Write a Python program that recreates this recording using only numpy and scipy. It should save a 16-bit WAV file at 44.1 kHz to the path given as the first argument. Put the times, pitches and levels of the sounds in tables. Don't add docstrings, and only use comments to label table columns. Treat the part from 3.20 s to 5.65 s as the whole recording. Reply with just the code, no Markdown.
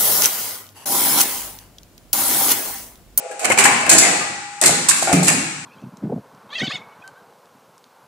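import sys
import numpy as np
from scipy import signal
from scipy.fft import rfft, irfft, next_fast_len
from scipy.io import wavfile
from scipy.ndimage import map_coordinates

SR = 44100
rng = np.random.default_rng(int(sys.argv[2]) if len(sys.argv) > 2 else 0)


def inscribe(sig):
    pcm = np.round(np.clip(np.atleast_2d(sig).T, -1, 1) * 32767)
    wavfile.write(sys.argv[1], SR, pcm.astype(np.int16))


N = 108045
SCATTER_DB = 2


def amp(db):
    return 10 ** (np.asarray(db) / 20)


def unit(x):
    return x / np.sqrt(np.mean(x ** 2) + 1e-20)


def along(points, hz):
    f, v = np.transpose(points)
    return np.interp(np.log(hz + 1), np.log(f + 1), v)


def wobble(knots_per_s):
    knots = rng.standard_normal(int(N * knots_per_s / SR) + 4)
    return map_coordinates(knots, [np.arange(N) * knots_per_s / SR])


def filtered(x, response):
    m = next_fast_len(x.shape[-1] + 8192)
    spectrum = rfft(x, m) * response(np.fft.rfftfreq(m, 1 / SR))
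    return irfft(spectrum, m)[..., :x.shape[-1]]


def add(track, start_s, sound):
    part = track[..., round(start_s * SR):]
    part[..., :sound.shape[-1]] += sound[..., :part.shape[-1]]


RING_RISE_S = 0.0011


def ring(modes):
    t = np.arange(SR) / SR
    hz, db, t60_s = np.transpose(modes)[:, :, None]
    decay = amp(db - 60 * t / t60_s)
    return decay * np.sin(2 * np.pi * hz * t) * (1 - np.exp(-t / RING_RISE_S))


# frequency in Hz, correlation.
LIKENESS = [(60, 1), (180, 1), (540, 0.69), (1620, 0.18), (4880, -0.017), (14600, -0.044)]


def rush(colour, size=N):
    def mid_side(hz):
        turn = np.arccos(np.clip(along(LIKENESS, hz), -1, 1)) / 2
        return amp(along(colour, hz)) * [np.cos(turn), np.sin(turn)]

    mid, side = filtered(rng.standard_normal((2, size)), mid_side)
    return unit(np.array([mid + side, mid - side]))


# frequency in Hz, relative density in dB per Hz.
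HUSH_COLOUR = [(25, -21), (290, -22), (515, -32), (650, -38), (820, -5), (1050, -12), (1300, -6.5),
               (1750, -12.5), (2500, -8), (3200, -17.5), (5140, -17), (8000, -8.5), (10000, -23),
               (15000, -60)]
HUSH_DB = -40


def hush():
    return amp(HUSH_DB) * rush(HUSH_COLOUR)


# time in seconds, level in dB.
WHINE_LEVEL = [(0, -38.5), (.3, -36), (1.1, -36), (1.4, -35), (1.8, -42.5), (2.2, -54), (2.45, -47.5)]
WHINE_HZ, WHINE_WAVER_DB, WHINE_WAVER_RAD = 817.5, .8, 0.27


def motor_whine():
    t = np.arange(N) / SR
    level_db = np.interp(t, *np.transpose(WHINE_LEVEL)) + WHINE_WAVER_DB * wobble(10.2)
    return amp(level_db) * np.sin(2 * np.pi * WHINE_HZ * t + WHINE_WAVER_RAD * wobble(7.4))


# time in seconds, level in dB.
DRAWER_LEVEL = [(0, -34), (.05, -37.5), (.085, -34.5), (.13, -36.5), (.18, -43.5), (0.232, -34.5),
                (.3, -56), (.4, -70)]
# frequency in Hz, relative density in dB per Hz.
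RUNNER_COLOUR = [(250, -56), (380, -14), (450, -7), (510, 6), (570, -12.5), (660, 3), (760, -10),
                 (900, -21), (1000, -48), (1300, -88)]
DRAWER_WAVER_DB = 3.9


def drawer_rumble():
    s, db = np.transpose(DRAWER_LEVEL)
    level_db = np.interp(np.arange(N) / SR, s, db, right=-120) + DRAWER_WAVER_DB * wobble(68.0)
    return amp(level_db) * rush(RUNNER_COLOUR)


# start in seconds, level in dB.
THUMP_TIMES = [(0.871, -33.5), (1.47, -25.5), (1.931, -13.5), (1.942, -11.5)]
FRAME_MODE_HZ = [155, 178, 215, 280, 318, 435, 500]
# relative level in dB, t60 in seconds.
FRAME_MODES = [(-3, 0.79), (-0.5, 0.61), (-5.5, 0.23), (8, 0.053), (-22, 0.1), (-15.5, 0.43), (-17, 0.41)]


def thumps():
    out = np.zeros(N)
    boom = ring(np.column_stack([FRAME_MODE_HZ, FRAME_MODES])).sum(0)
    for start_s, db in THUMP_TIMES:
        add(out, start_s, amp(db) * boom)
    return out


# start in seconds, level in dB, boost of the top mode in dB.
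KNOCK_TIMES = [(1.417, -26, -6), (1.425, -17, -13), (1.492, -12.5, -11), (1.825, -12, -12), (1.873, -15, 7),
               (1.878, -15, -3), (1.885, -19, -6), (1.894, -13.5, -4), (1.903, -18.5, 4), (1.911, -25, 0),
               (1.917, -13.5, -10), (1.924, -14.5, -2), (1.931, -14, -6), (2.026, -16.5, -7),
               (2.08, -21, 0)]
# frequency in Hz, relative level in dB, t60 in seconds.
PANEL_MODES = [(630, -33, 0.08), (694, 3, 0.026), (765, -0.5, 0.043), (1057, -12, 0.057), (1414, -3, 0.032)]


def knocks():
    out, modes = np.zeros(N), ring(PANEL_MODES)
    for start_s, db, top_db in KNOCK_TIMES:
        levels_db = db + SCATTER_DB * rng.standard_normal(len(PANEL_MODES))
        levels_db[-1] += top_db
        add(out, start_s, amp(levels_db) @ modes)
    return out


SQUEAK_SWEEP_HZ = [1450, 1870]
SQUEAK_START_S, SQUEAK_LENGTH_S, SQUEAK_DB = .444, .025, -7


def squeak():
    out, u = np.zeros(N), np.linspace(0, 1, round(SQUEAK_LENGTH_S * SR))
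    phase = 2 * np.pi * np.cumsum(np.interp(u, [0, 1], SQUEAK_SWEEP_HZ)) / SR
    swell = np.sin(np.pi * u ** 2)
    add(out, SQUEAK_START_S, amp(SQUEAK_DB) * swell * np.sin(phase))
    return out


# start in seconds, frequency in Hz, level in dB, t60 in seconds.
PING_NOTES = [(.112, 1645, -34.5, 0.13), (.305, 2153, -11, 0.093), (.301, 534, -7.5, 0.053),
              (.301, 384, -12.5, 0.045), (.301, 936, -14.5, 0.062), (.455, 819, -13.5, 0.2),
              (.72, 327.5, -18, 0.16), (.712, 6680, -11, 0.36), (.85, 698, -23, .25),
              (1.008, 1214, -24, .25), (1.42, 1885, -19.5, .08), (2.065, 291, -23, 0.16),
              (2.083, 2313, -21, 0.21), (2.18, 274, -22.5, 0.16), (.825, 2094, -16, 0.28),
              (.84, 1943, -25, 1.2), ]


def pings():
    out = np.zeros(N)
    for start_s, *mode in PING_NOTES:
        add(out, start_s, ring([mode])[0])
    return out


# start in seconds, level in dB.
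STEEL_STRIKES = [(.2498, -44), (.382, -31), (.453, -38), (.7154, -22), (.7803, -9.5), (1.4591, -43),
                 (1.6866, -19), (2.0817, -19.5)]
STEEL_MODE_HZ = [4861, 5771, 6679, 6885, 7266, 7753, 8136, 8867, 9174]
# relative level in dB, t60 in seconds.
STEEL_MODES = [(-8, .35), (-6, .25), (-12, .4), (-8, .6), (-6, .5), (0, .3), (-10, .2), (-9, .5), (-7, .6)]


def steel():
    out, modes = np.zeros((2, N)), ring(np.column_stack([STEEL_MODE_HZ, STEEL_MODES]))
    shape = (2, len(STEEL_MODES))
    for start_s, db in STEEL_STRIKES:
        levels = amp(db + SCATTER_DB * rng.standard_normal(shape))
        add(out, start_s, levels * rng.choice([-1, 1], shape) @ modes)
    return out


CLINK_RANGE_HZ = [1000, 2800]
CLINK_COUNT, CLINK_T60_S = 500, .04


def clinks():
    out, t = np.zeros((2, N)), np.arange(round(CLINK_T60_S * SR)) / SR
    low_hz, high_hz = CLINK_RANGE_HZ
    for when, pitch, size, pan in rng.random((CLINK_COUNT, 4)):
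        hz = low_hz * (high_hz / low_hz) ** pitch
        sides = np.array([[pan], [1 - pan]]) / (0.12 + size)
        add(out, when * N / SR, sides * amp(-60 * t / CLINK_T60_S) * np.sin(2 * np.pi * hz * t))
    return unit(out)


# start in seconds, relative hiss level in dB, clank, clatter and rumble over hiss in dB,
# left over right in dB, t60 in seconds, share to the walls over direct in dB.
BURST_ROWS = [(0.1106, -25.5, -2, 2, -38.5, -5, 0.08, -4.5), (0.193, -17, -6, -21, -40, -2.5, 0.093, 5.5),
              (0.2135, -21.5, -4, -0.5, -26, -11, 0.041, 7.5),
              (0.2304, -20.5, -10, -17, -15.5, 2, 0.061, 14.5),
              (0.245, -15.5, 3, -27, -11, -22, 0.053, -1.5), (0.2494, -3, -2, -7, -24, -1.5, 0.041, -4.5),
              (0.2985, -11, 6, 1, -0.5, -5.5, 0.062, -4), (0.31, -15.5, 8.5, -1, -5, 8, 0.075, -14),
              (0.3194, -7, -1, -19, -26, -8, 0.064, -30), (0.3742, -9, 1.5, -1.5, -12, -3.5, 0.11, -2),
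              (0.383, 3.5, -5, -40, -25, -6.5, 0.11, 0), (0.439, -2, -14, -32, -16, 2, 0.14, -1),
              (0.453, -3, 4.5, -9.5, -29, -1.5, 0.078, -2.5), (0.609, -22.5, 0, 6.5, -12, -6, 0.078, -3),
              (0.663, -19, 7, 3, -0.5, -2, 0.066, 2), (0.6931, 5, -14.5, -43, -25, -2.5, 0.16, 1),
              (0.7134, -5.5, 0.5, -6, -18, -5.5, 0.17, -3.5),
              (0.7812, 2.5, -14.5, -31, -28, -7, 0.089, -1.5),
              (0.8124, -7.5, -11.5, -11, -22.5, 3, 0.097, 5), (0.8285, -16.5, 1.5, -6.5, -19, -6, 0.17, 5),
              (0.901, -31, 3.5, 14, 8, -3, 0.13, -3.5), (1.007, -35, 10.5, 8, 11.5, -0.5, 0.16, -4),
              (1.4137, -3.5, -15.5, -11, -39, 1.5, 0.063, 3.5), (1.423, -13.5, -7, -11, -6, -5, 0.21, -8.5),
              (1.4364, -3, -6.5, -32, -27, -4, 0.16, -1),
              (1.4574, 0.5, -15.5, -18.5, -18.5, -2.5, 0.17, -1),
              (1.6855, 3.5, -13.5, -41, -33, -6, 0.11, -4), (1.708, -8.5, -9.5, -36, -21, 5.5, 0.15, -4.5),
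              (1.758, -14, -31, -23.5, -23.5, -1, 0.44, -1.5),
              (1.822, -13, -12.5, -11.5, -13.5, -1, 0.23, 1), (1.8718, -19, -4, -5.5, -15, -2, 0.16, 6.5),
              (1.927, -2.5, -7, -21, -5.5, -5, 0.077, -0.5), (1.956, -13.5, -29, -9, -5.5, -3, 0.092, 5),
              (2.0282, -12, -24, -38, -14, -0.5, 0.46, 4.5), (2.073, -9.5, -3, -34, -21, -10, 0.25, -35),
              (2.0808, -1, -5.5, -13, -20, -1.5, 0.092, -2.5)]
# frequency in Hz, relative density in dB per Hz.
HISS_COLOUR = [(2300, -34.5), (3000, -18), (4120, -9.5), (5500, -10.5), (6700, -4.5), (7200, -0.5),
               (7750, 1.5), (8300, -0.5), (9170, -5), (12100, -17), (13700, -22.5), (15000, -69)]
CLANK_COLOUR = [(700, -28.5), (1000, -9.5), (1400, -7), (2000, -3.5), (2600, -3.5), (3100, -11.5),
                (4500, -37)]
CLATTER_COLOUR = [(200, -25), (350, -4), (550, -3.5), (780, 4.5), (1000, -9.5), (1400, -65)]
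RUMBLE_COLOUR = [(25, -12), (70, -8.5), (150, -0.5), (250, 2), (350, -3.5), (550, -28)]
NOISE_RISE_S = [.001, .002, .004, .006]
GRIT_DB, GRIT_KNOTS_PER_S = 2.5, 300
CLINK_DB = -5.5


def bursts():
    power = np.zeros((2, 4, 2, N))
    t = np.arange(SR // 3) / SR
    rise = 1 - np.exp(-t / np.array(NOISE_RISE_S)[:, None, None])
    for start_s, hiss_db, *over_db, pan_db, t60_s, wall_db in BURST_ROWS:
        sides = amp([[pan_db / 2], [-pan_db / 2]])
        shape = amp(hiss_db - 60 * t / t60_s) * rise * sides
        paths = amp([0, wall_db])[:, None, None, None]
        noises = amp([0, *over_db])[:, None, None]
        add(power, start_s, (paths * noises * shape / 2) ** 2)
    colours = HISS_COLOUR, CLANK_COLOUR, CLATTER_COLOUR, RUMBLE_COLOUR
    layers = [amp(GRIT_DB * wobble(GRIT_KNOTS_PER_S)) * rush(colour) for colour in colours]
    layers[1] = unit(layers[1] + amp(CLINK_DB) * clinks())
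    return (np.sqrt(power) * layers).sum(1)


# frequency in Hz, t60 in seconds.
HALL_T60 = [(100, 1.16), (200, 0.83), (350, 0.97), (500, 0.69), (680, 0.63), (820, 1.12), (1050, 0.98),
            (1400, 1.52), (2000, 1.15), (5000, 1.2), (9000, 0.81), (13000, 0.49)]
# frequency in Hz, level over the sound sent in, in dB.
HALL_LEVEL = [(60, 3.5), (150, 10.5), (300, 9), (600, 10.5), (1000, 6), (2500, 4.5), (4500, 1),
              (7000, -1.5), (13000, -8)]
HALL_DELAY_S = .008


def hall(x):
    out, step = np.zeros((2, N)), SR // 3
    noise = rush([(20, 0), (20000, 0)], size=8 * SR).reshape(2, 8, SR)
    hz, t, z = signal.stft(noise, SR, nperseg=512)
    t60_s = along(HALL_T60, hz)[:, None]
    decay = amp(along(HALL_LEVEL, hz)[:, None] - 60 * t / t60_s)
    decay = decay / np.sqrt(t60_s * SR / np.log(1e6))
    tails = signal.istft(z * decay, SR, nperseg=512)[1]
    for k in range(8):
        piece = x[:, k * step:][:, :step]
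        add(out, k * step / SR + HALL_DELAY_S, signal.fftconvolve(piece, tails[:, k], axes=1))
    return out


LEFT_LAG_S = .0001


def at_ports(x):
    sides = np.array([[1], [-1]])
    return filtered(x, lambda hz: np.exp(-1j * np.pi * hz * LEFT_LAG_S * sides))


BLOWS_HALL_DB, THUMP_HALL_DB = -17.5, -21.5


def scene():
    background = hush() + motor_whine() + drawer_rumble()
    booms = at_ports(thumps())
    hits = at_ports(knocks() + squeak() + pings())
    air, wall_bound = bursts()
    echo = hall(wall_bound + amp(BLOWS_HALL_DB) * hits + amp(THUMP_HALL_DB) * booms)
    return background + booms + hits + steel() + air + echo


# frequency in Hz, left over right in dB.
PORT_TILT = [(60, -6.5), (150, 0), (370, 0.5), (940, 2), (2340, 9.5), (5860, 0.5), (14600, 6.5)]
BASS_CUT_HZ, TOP_HZ, CLIP_HARDNESS = 83, 15240, 14


def record(dry):
    def ports(hz):
        bass_cut = (1j * hz / (BASS_CUT_HZ + 1j * hz)) ** 2
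        return amp(along(PORT_TILT, hz) * [[.5], [-.5]]) * bass_cut

    x = filtered(dry, ports)
    x = x / (1 + np.abs(x) ** CLIP_HARDNESS) ** (1 / CLIP_HARDNESS)
    return filtered(x, lambda hz: hz < TOP_HZ)


dry = scene()
out = record(dry)
inscribe(out)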